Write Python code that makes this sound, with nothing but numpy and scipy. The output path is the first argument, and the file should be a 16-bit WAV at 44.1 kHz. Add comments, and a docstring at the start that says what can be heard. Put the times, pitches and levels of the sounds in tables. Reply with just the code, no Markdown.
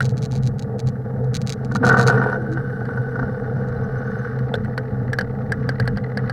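"""A mountain bike on packed snow, heard close up from a microphone fixed to it, mostly through the frame.
From the start the tyres shake the frame into a low drone; the chain clacks, the freehub ticks in spurts.
Near 2 s the snow crunches and a brake judders and squeaks for half a second, then groans as it lets go.
The pad drags on and keeps the rotor singing. From about 4.4 s the slack chain jiggles and clacks
against its guides."""
import sys
import numpy as np
from scipy import signal
from scipy.fft import rfft, irfft, next_fast_len
from scipy.io import wavfile
from scipy.ndimage import uniform_filter1d, minimum_filter1d

SR = 44100
rng = np.random.default_rng(int(sys.argv[2]) if len(sys.argv) > 2 else 0)


def pcm_store(signal):
    """Save signal as 16-bit PCM."""
    levels = np.round(np.clip(np.atleast_2d(signal), -1, 1) * 32767)
    wavfile.write(sys.argv[1], SR, levels.astype(np.int16).T)


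N = 278712
TIME = np.arange(N) / SR

# Table levels are relative: each source applies its own gains on top.
# bumps, about one a wheel turn: crest t/s, length/s, drone level/dB, thud level/dB, fork level/dB
TRAIL_BUMPS = [(0.092, 0.62, -20.5, -37, -50), (0.45, 0.33, -19, -31, -33), (0.874, 0.093, -16.5, -32, -39),
               (1.315, 0.43, -20.5, -41, -42), (1.852, 0.45, -22, -36, -21.5),
               (2.037, 0.42, -15.5, -52, -28), (2.188, 0.2, -21, -45, -20.5), (2.556, 0.22, -26, -42, -36),
               (3.003, 0.069, -19.5, -50, -40), (3.232, 0.12, -25, -34, -27),
               (3.58, 0.15, -21.5, -44, -28.5), (3.842, 0.47, -33, -33, -39), (4.416, 0.15, -22, -55, -51),
               (4.637, 0.21, -40, -33, -27), (5.03, 0.41, -26, -33.5, -42.5),
               (5.286, 0.25, -35, -35.5, -33.5), (5.614, 0.45, -25.5, -35.5, -31.5),
               (5.894, 0.29, -23, -27, -26), (6.247, 0.15, -23, -46, -25.5)]
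# how hard the brake bites: t/s, level/dB
BRAKE_BITE = [(1.825, -30), (1.839, -15.5), (2.003, -21.5), (2.051, -28), (2.097, -14.5), (2.109, -20.5),
              (2.349, -29.5), (2.39, -57)]
# the bike's high resonances: f/Hz, width/Hz, level/dB
SHELL_RESONANCES = [(2890, 140, -2.5), (3620, 72, -2.5), (3970, 160, -6), (4560, 200, -6), (5180, 66, 1),
                    (5220, 270, -4.5), (5970, 45, -3.5)]


def tyres():
    """Tread blocks pack the snow and shake the wheel, fork and frame, harder on every bump."""
    # resonances of wheel, fork and frame: f/Hz, width/Hz, level/dB
    wheel_modes = [(128.1, 3.73, 0)]
    fork_modes = [(193.7, 38.3, -3.5), (215.6, 48.4, -4), (258.8, 31.2, -10.5)]
    frame_modes = [(323, 2.9, -9), (444.4, 36.8, 1.5), (489.7, 40.4, 3), (524.6, 67, -6.5),
                   (664.5, 57, -10.5), (724.5, 79, -11.5), (808, 62, -10.5), (910, 59, -17)]
    # the frame's hollow rumble: t/s, level/dB
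    rumble_levels = [(0.0, -33), (0.61, -38), (0.74, -30), (0.93, -38.5), (1.25, -29.5), (1.37, -36.5),
                     (1.81, -34), (1.83, -22), (2.15, -21.5), (2.55, -34), (3.48, -30.5), (4.49, -33.5),
                     (4.54, -25), (4.59, -34), (6.3, -33.5), (6.32, -42)]
    # spectrum of the ground thud: f/Hz, level/dB
    thud_spectrum = [(12, -22.5), (25, -19), (50, -16.5), (85, -11), (110, -4), (160, -19), (400, -71)]
    _, _, drone_db, thud_db, fork_db = np.transpose(TRAIL_BUMPS)
    drone = resonate(resonate(grains(3000, 3.2), wheel_modes), [(112, 79, 0)])
    fork = cut(resonate(grains(1500, 3.2), fork_modes), [150, 340], "band")
    rumble = cut(resonate(grains(1500, 3.58), frame_modes), [290, 950], "band", order=3)
    thud = cut(colour(rng.standard_normal(N), thud_spectrum), 270, "low")
    return (over_bumps(drone_db, even_db=-27) * steady(drone, seconds=0.06)
            + over_bumps(fork_db, even_db=-32) * steady(fork, seconds=0.4)
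            + from_db(0.5) * gain_curve(rumble_levels) * steady(rumble, seconds=0.087)
            + from_db(3.5) * over_bumps(thud_db, even_db=-39) * steady(thud, seconds=0.17))


def over_bumps(crests_db, even_db):
    """Gain of a part that hums on even snow and gets a smooth swell of power from every bump."""
    power = from_db(even_db) ** 2
    for (s, length, *_), db in zip(TRAIL_BUMPS, crests_db):
        swell = np.cos(np.pi * np.clip((TIME - s) / length, -.5, .5))
        power = power + (from_db(db) * swell) ** 2
    return np.sqrt(power)


def judder():
    """The brake grabs and slips; each jolt rings fork and mount differently, with a faint gritty edge."""
    # single hard knocks as the brake grabs and later drags: t/s, level/dB
    knocks = [(1.714, -20.5), (1.755, -12.5), (1.832, -10.5), (1.904, -14.5), (1.942, 1), (1.968, -3),
              (1.994, -5.5), (2.063, -13.5), (2.326, -15), (2.572, -18), (2.887, -21), (2.973, -21.5),
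              (3.155, -20.5), (3.192, -16.5), (3.228, -19)]
    # modes of fork and mount under a jolt: f/Hz, level/dB, t60/s
    knock_modes = [(243, -24, 0.11), (456, -4.5, 0.0092), (731, -11.5, 0.032), (939, -21, 0.068),
                   (1183, -9.5, 0.023), (1410, -11, 0.05), (1494, -9.5, 0.058), (1813, -22, 0.052)]
    rings, edges, t = np.zeros(N), np.zeros(N), TIME[:SR // 10]
    attack = 1 - np.exp(-t / 0.0012)
    blows = [*knocks, *jolts()]
    for (s, db), chance in zip(blows, rng.standard_normal((len(blows), len(knock_modes), 3))):
        for (hz, level, t60), (strength, lag, flex) in zip(knock_modes, chance):
            start = s + 1.2 * lag / hz   # the slip takes a moment, so the modes start out of step
            tone = ring(t, hz * (1 + 0.012 * flex), t60, wobble=0.0097)   # the flexing fork shifts pitch
            add(rings, start, from_db(db + level + 2 * strength) * attack * tone)
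        add(edges, s, from_db(db - 60 * t / 0.037) * rng.standard_normal(len(t)))
    grit = cut(resonate(edges, SHELL_RESONANCES), 6500, "low", order=4)
    return from_db(7) * cut(rings, 2800, "low", order=8) + from_db(-16.5) * grit


def jolts(count=60, per_s=68, above_bite_db=8, scatter_db=2):
    """The brake sticks and slips at an uneven pace, as hard as it bites: rows of t/s, level/dB."""
    when, bite_db = np.transpose(BRAKE_BITE)
    s = when[0] + (np.arange(count) + rng.uniform(0, .7, count)) / per_s
    db = np.interp(s, when, bite_db) + above_bite_db + scatter_db * rng.standard_normal(count)
    return np.column_stack([s, db])[s < when[-1]]


def brake_pad():
    """The pad rasps on the rotor with a thin high squeak, then groans as it lets go."""
    # low groan of the release: t/s, f/Hz, level/dB
    groan_curve = [(2.33, 342, -53), (2.39, 332.4, -31), (2.46, 313, -41), (2.52, 319, -25),
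                   (2.57, 329, -28.5), (2.63, 307, -64)]
    # spectrum of the rasp: f/Hz, level/dB
    rasp_spectrum = [(1200, -36), (2300, 13), (3300, 2), (5200, -9),
                     (6300, -11), (7200, -6), (9500, -6), (15000, -28.5)]
    bite = from_db(np.interp(TIME, *np.transpose(BRAKE_BITE), left=-np.inf, right=-np.inf))
    squeak_hz = np.interp(TIME, [2.0, 2.35], [11200, 10950]) * (1 + 0.011 * waver(440, N))
    squeak = np.sin(2 * np.pi * np.cumsum(squeak_hz) / SR) * from_db(4 * waver(50, N))
    rasp = steady(colour(grains(620, 5.1), rasp_spectrum), seconds=0.11)
    s, hz, db = np.transpose(groan_curve)
    groan_hz = np.interp(TIME, s, hz) * (1 + 0.024 * waver(40, N))
    groan_gain = from_db(np.interp(TIME, s, db, left=-np.inf, right=-np.inf))
    groan = groan_gain * np.sin(2 * np.pi * np.cumsum(groan_hz) / SR)
    return bite * (from_db(-43.5) * squeak + from_db(-31) * rasp) + groan


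def chain_clacks():
    """A link lands in a burst of hard chatter; its two main tones and its knock depend on where it hits."""
    # links hitting the guides: t/s, ring level/dB, impact level/dB, main f/Hz, bright f/Hz
    clacks = [(0.0054, -15, -45, 1527, 4100), (2.854, -37, -61.5, 1560, 4300),
              (4.389, -35, -61, 1550, 4200), (4.5403, -22.5, -36, 1530, 3380),
              (4.553, -29.5, -49, 1535, 3960), (4.647, -35, -65, 1505, 4160),
              (4.778, -21, -44.5, 1517, 4410), (5.1315, -18.5, -47.5, 1630, 4360),
              (5.1867, -15, -39, 1636, 4370), (5.2101, -22, -45, 1560, 4440),
              (5.5204, -16.5, -46, 1680, 4730), (5.691, -18.5, -39, 1530, 4320),
              (5.7991, -20.5, -41.5, 1600, 4430), (5.854, -35, -71, 1470, 4370),
              (5.876, -21.5, -41.5, 1690, 4350), (5.972, -28.5, -48.5, 1576, 4360),
              (6.173, -22.5, -42, 1680, 4430), (6.2965, -25, -44, 1620, 4480)]
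    # modes common to all clacks: f/Hz, level/dB, t60/s
    body_modes = [(1410, 8.5, 0.0067), (1885, -9, 0.055), (2974, -18.5, 0.041), (3400, -18, 0.013),
                  (5520, -20, 0.034), (5400, -39, 0.016), (8170, -21.5, 0.024), (9540, -23, 0.017),
                  (11500, -25.5, 0.019), (15200, -26, .01)]
    out, t = np.zeros(N), TIME[:SR // 12]
    attack = 1 - np.exp(-t / 0.0003)
    for s, ring_db, impact_db, main_hz, bright_hz in clacks:
        body = sum(from_db(ring_db + level + rng.normal(0, 2.25)) * ring(t, hz, t60, wobble=0.058)
                   for hz, level, t60 in body_modes)
        main = from_db(ring_db + 5) * cut(ring(t, main_hz, 0.048, wobble=0.078), [1250, 1950], "band")
        bright = from_db(impact_db + 18.5) * ring(t, bright_hz, 0.02, wobble=0.074)
        knock = from_db(impact_db + 20.5) * (ring(t, 502, 0.061) - ring(t, 745, 0.018))
        chatter = cut(rng.standard_normal(len(t)), [3000, 6000], "band", order=1)
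        chatter *= from_db(impact_db - 60 * t / 0.047)
        add(out, s, (body + main + bright + knock + chatter) * attack)
    return out


def freehub(gap_s=0.008, scatter_db=3.5, edge_drop_db=3.5):
    """Pawls drop at a nearly even pace, each with a double snap and a fainter partner in between."""
    # spurts of freewheeling: first tick t/s, number of ticks, level/dB
    spurts = [(0.0205, 2, -27), (0.0463, 3, -23), (0.094, 3, -35), (0.171, 3, -34.5), (0.2204, 6, -30),
              (0.314, 9, -33), (0.426, 3, -35), (0.457, 4, -28), (0.5934, 1, -21), (0.624, 1, -27.5),
              (0.7938, 2, -24.5), (0.872, 3, -27.5), (1.2443, 1, -41), (1.3438, 4, -21), (1.417, 1, -24),
              (1.4741, 1, -15.5), (1.4939, 2, -16), (1.5237, 2, -21), (1.649, 1, -34), (1.7212, 1, -28),
              (1.7502, 3, -22), (1.85, 7, -21.5), (1.928, 4, -32), (1.972, 9, -23), (2.068, 5, -19.5),
              (2.52, 4, -40.5), (3.6864, 1, -34)]
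    # spectrum of a pawl tick: f/Hz, level/dB
    tick_spectrum = [(700, -31.5), (1600, -1), (2400, -4.5), (3200, -5), (3800, 5), (5000, 1), (6300, 0),
                     (7300, -7.5), (9000, -13.5), (11500, -21), (15500, -28)]
    snaps = np.zeros(N)
    for start, ticks, spurt_db in spurts:
        for k, (delay, share, late, slip) in enumerate(rng.random((ticks, 4))):
            s = start + k * gap_s + .002 * (slip - .5)
            from_middle = (2 * k + 1) / ticks - 1
            db = spurt_db - edge_drop_db * from_middle ** 2 + scatter_db * rng.standard_normal()
            add(snaps, s, from_db([db]))
            add(snaps, s + .0003 + 0.00096 * delay, from_db([db]) * (2 * share - 1))
            add(snaps, s + gap_s * late, from_db([db - 7]))
        # a pawl only grazes as the spurt begins and ends
        add(snaps, start - gap_s, from_db([spurt_db - 17.5]))
        add(snaps, start + ticks * gap_s, from_db([spurt_db - 18]))
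    t = TIME[:SR // 50]
    rattle = from_db(-26 - 60 * t / 0.014) * rng.standard_normal(len(t))   # the hub shell rings on
    rattle[0] = 1   # the snap itself
    return from_db(16.5) * colour(signal.fftconvolve(snaps, rattle)[:N], tick_spectrum)


def snow():
    """Crystals break under the tread; the mount passes their crunch up to 2 kHz and only a trace above."""
    # crunch of the snow: t/s, level/dB
    crunch_levels = [(0.0, -47), (0.6, -49.5), (1.78, -44), (1.99, -22.5), (2.04, -29.5), (2.18, -31.5),
                     (2.34, -42), (3.75, -40), (4.21, -37), (4.63, -43.5), (5.54, -44), (5.65, -39.5),
                     (6.07, -45), (6.32, -36.5)]
    # resonances of the microphone's mount: f/Hz, width/Hz, level/dB
    mount_modes = [(1146, 34, 2), (1312, 105, 1), (1278, 173, 3), (1470, 64, 5), (1595, 45, 0.5),
                   (1766, 195, -3.5), (1910, 23, -14.5)]
    breaks = grains(2500, 3.8)
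    low = cut(resonate(breaks, mount_modes), 2500, "low", order=6)
    high = cut(resonate(breaks + grains(6000, 1.4), SHELL_RESONANCES), 6800, "low")
    crunch = steady(low, seconds=0.22) + from_db(-24.5) * steady(high, seconds=0.24)
    return from_db(-1) * gain_curve(crunch_levels) * crunch


def chain_jiggle(count=230):
    """Loose links brush the guides some thirty-five times a second."""
    # strength of a typical tap: t/s, level/dB
    tap_levels = [(4.25, -59), (4.45, -43.5), (5.0, -46.5), (5.75, -44), (6.32, -41)]
    # resonances under a light tap: f/Hz, width/Hz, level/dB
    tap_modes = [(1290, 400, -9.5), (1620, 160, 1), (1943, 100, 6), (3620, 250, -24), (4100, 350, -17.5),
                 (5400, 200, -31)]
    taps, touch = np.zeros(N), np.hanning(SR // 80)
    for slot, (lag, size) in enumerate(zip(rng.random(count), rng.standard_normal(count))):
        tap = from_db(4 * size) * rng.standard_normal(len(touch)) * touch
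        add(taps, (slot + lag) / count * TIME[-1], tap)
    return from_db(13.5) * gain_curve(tap_levels) * cut(resonate(taps, tap_modes), 4600, "low", order=5)


def rotor(brushes_per_s=26, swing_db=1):
    """Quick uneven brushes keep one disc mode singing, with a soft scrape and a flickering high sheen."""
    # the rotor against the lightly dragging pad: t/s, level/dB
    drag_levels = [(1.8, -77), (2.15, -41), (2.42, -39), (2.95, -38.5), (3.25, -40), (3.5, -46.5),
                   (4.28, -37), (4.5, -68.5)]
    # higher disc modes: f/Hz, width/Hz, level/dB
    sheen_modes = [(5760, 87, -1), (6130, 40, -2), (8400, 600, -7), (11400, 500, -9.5)]
    cycles = np.cumsum(brushes_per_s * (1 + 0.22 * waver(22, N))) / SR
    brush = rms_one(from_db(swing_db * np.cos(2 * np.pi * cycles)))
    rub = grains(4700, 3.0)
    tone = steady(cut(resonate(rub, [(1500, 46, 0)]), [1350, 1750], "band"), seconds=0.054)
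    scrape = steady(cut(resonate(grains(5000, 2.5), SHELL_RESONANCES), 6300, "low", order=4), seconds=.1)
    sheen = steady(cut(resonate(rub, sheen_modes), 5000, "high"), seconds=.1)
    flicker = rms_one(from_db(2.5 * waver(35, N)))
    singing = brush * tone + from_db(-30.5) * scrape + from_db(-35.5) * flicker * sheen
    return gain_curve(drag_levels) * singing


def rotor_chirps(length_s=0.029):
    """Now and then the dragging pad catches, and a high mode of the disc swells and fades."""
    # faint chirps: crest t/s, f/Hz, level/dB
    catches = [(3.77, 4020, -55), (3.845, 6000, -59), (3.987, 6050, -58), (4.07, 6280, -61),
               (4.113, 6300, -64), (4.192, 6270, -57)]
    out, t = np.zeros(N), TIME[:int(length_s * SR)]
    for s, hz, db in catches:
        add(out, s - length_s / 2, from_db(db) * np.hanning(len(t)) * ring(t, hz, np.inf, wobble=.012))
    return out


def from_db(db):
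    return 10 ** (np.asarray(db) / 20)


def rms_one(x):
    return x / np.sqrt(np.mean(x ** 2) + 1e-20)


def gain_curve(rows):
    """Rows of t/s, level/dB as a gain at every sample."""
    return from_db(np.interp(TIME, *np.transpose(rows)))


def cut(x, hz, kind, order=2):
    """Butterworth filter."""
    return signal.sosfilt(signal.butter(order, hz, kind, fs=SR, output="sos"), x)


def resonate(x, modes):
    """Parallel resonances with alternating signs: rows of f/Hz, width/Hz, level/dB."""
    out = np.zeros(N)
    for k, (hz, width, db) in enumerate(modes):
        r = np.exp(-np.pi * width / SR)
        ringing = signal.lfilter([1, 0, -1], [1, -2 * r * np.cos(2 * np.pi * hz / SR), r * r], x)
        out += (-1) ** k * from_db(db) * (1 - r * r) / 2 * ringing
    return out


def steady(x, seconds):
    """Unit level over the given time; faster flutter stays."""
    size = max(int(seconds * SR), 8)
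    return x / np.sqrt(uniform_filter1d(uniform_filter1d(x * x, size), size) + 1e-20)


def colour(x, spectrum):
    """Causal (minimum-phase) filter with the given spectrum: rows of f/Hz, level/dB."""
    size = 2 * next_fast_len(N // 2 + 4096)
    hz, db = np.transpose(spectrum)
    bins = np.maximum(np.arange(size // 2 + 1) * SR / size, 1)
    cepstrum = irfft(np.log(from_db(np.interp(np.log(bins), np.log(hz), db))))
    cepstrum[1:size // 2] *= 2
    cepstrum[size // 2 + 1:] = 0
    return irfft(rfft(x, size) * np.exp(rfft(cepstrum)))[:N]


def grains(per_s, spread_db):
    """Random tiny collapses of uneven size."""
    sizes = from_db(spread_db * np.minimum(rng.exponential(1, N), 4)) * rng.standard_normal(N)
    return sizes * (rng.random(N) < per_s / SR) + 1e-18


def waver(rate_hz, size):
    """Smooth random wander of unit spread."""
    return rms_one(cut(rng.standard_normal(size + 4000), rate_hz, "low"))[4000:]


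def ring(t, hz, t60, wobble=0):
    """A struck mode; a contact that keeps rattling bends its pitch."""
    bend = np.cumsum(wobble * waver(470, len(t))) / SR
    return np.sin(2 * np.pi * hz * (t + bend)) * from_db(-60 * t / t60)


def add(out, s, sound):
    """Lay a sound in at time s."""
    at = int(np.clip(s * SR, 0, N - 1))
    out[at:at + len(sound)] += sound[:N - at]


def scene():
    """All parts reach the one microphone through the frame, over a faint even hiss."""
    hiss = from_db(-71) * rng.standard_normal(N)
    rolling = tyres() + snow() + freehub()
    braking = judder() + brake_pad() + rotor() + rotor_chirps()
    return (rolling + braking + chain_clacks() + chain_jiggle() + hiss)[None]


def record(dry):
    """Behind the microphone a limiter ducks the loudest jolts and recovers slowly; the top is cut steeply."""
    limit_db, release_db_per_s, cutoff_hz = -3, 150, 16000
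    over_db = np.maximum(20 * np.log10(np.abs(dry[0]) + 1e-9) - limit_db, 0)
    held_db = np.maximum.accumulate(over_db + release_db_per_s * TIME) - release_db_per_s * TIME
    gain_db = uniform_filter1d(minimum_filter1d(-held_db, size=128), size=128)
    low_pass = signal.ellip(10, .1, 80, cutoff_hz, fs=SR, output="sos")
    return signal.sosfilt(low_pass, dry * from_db(gain_db))


dry = scene()
out = record(dry)
pcm_store(out)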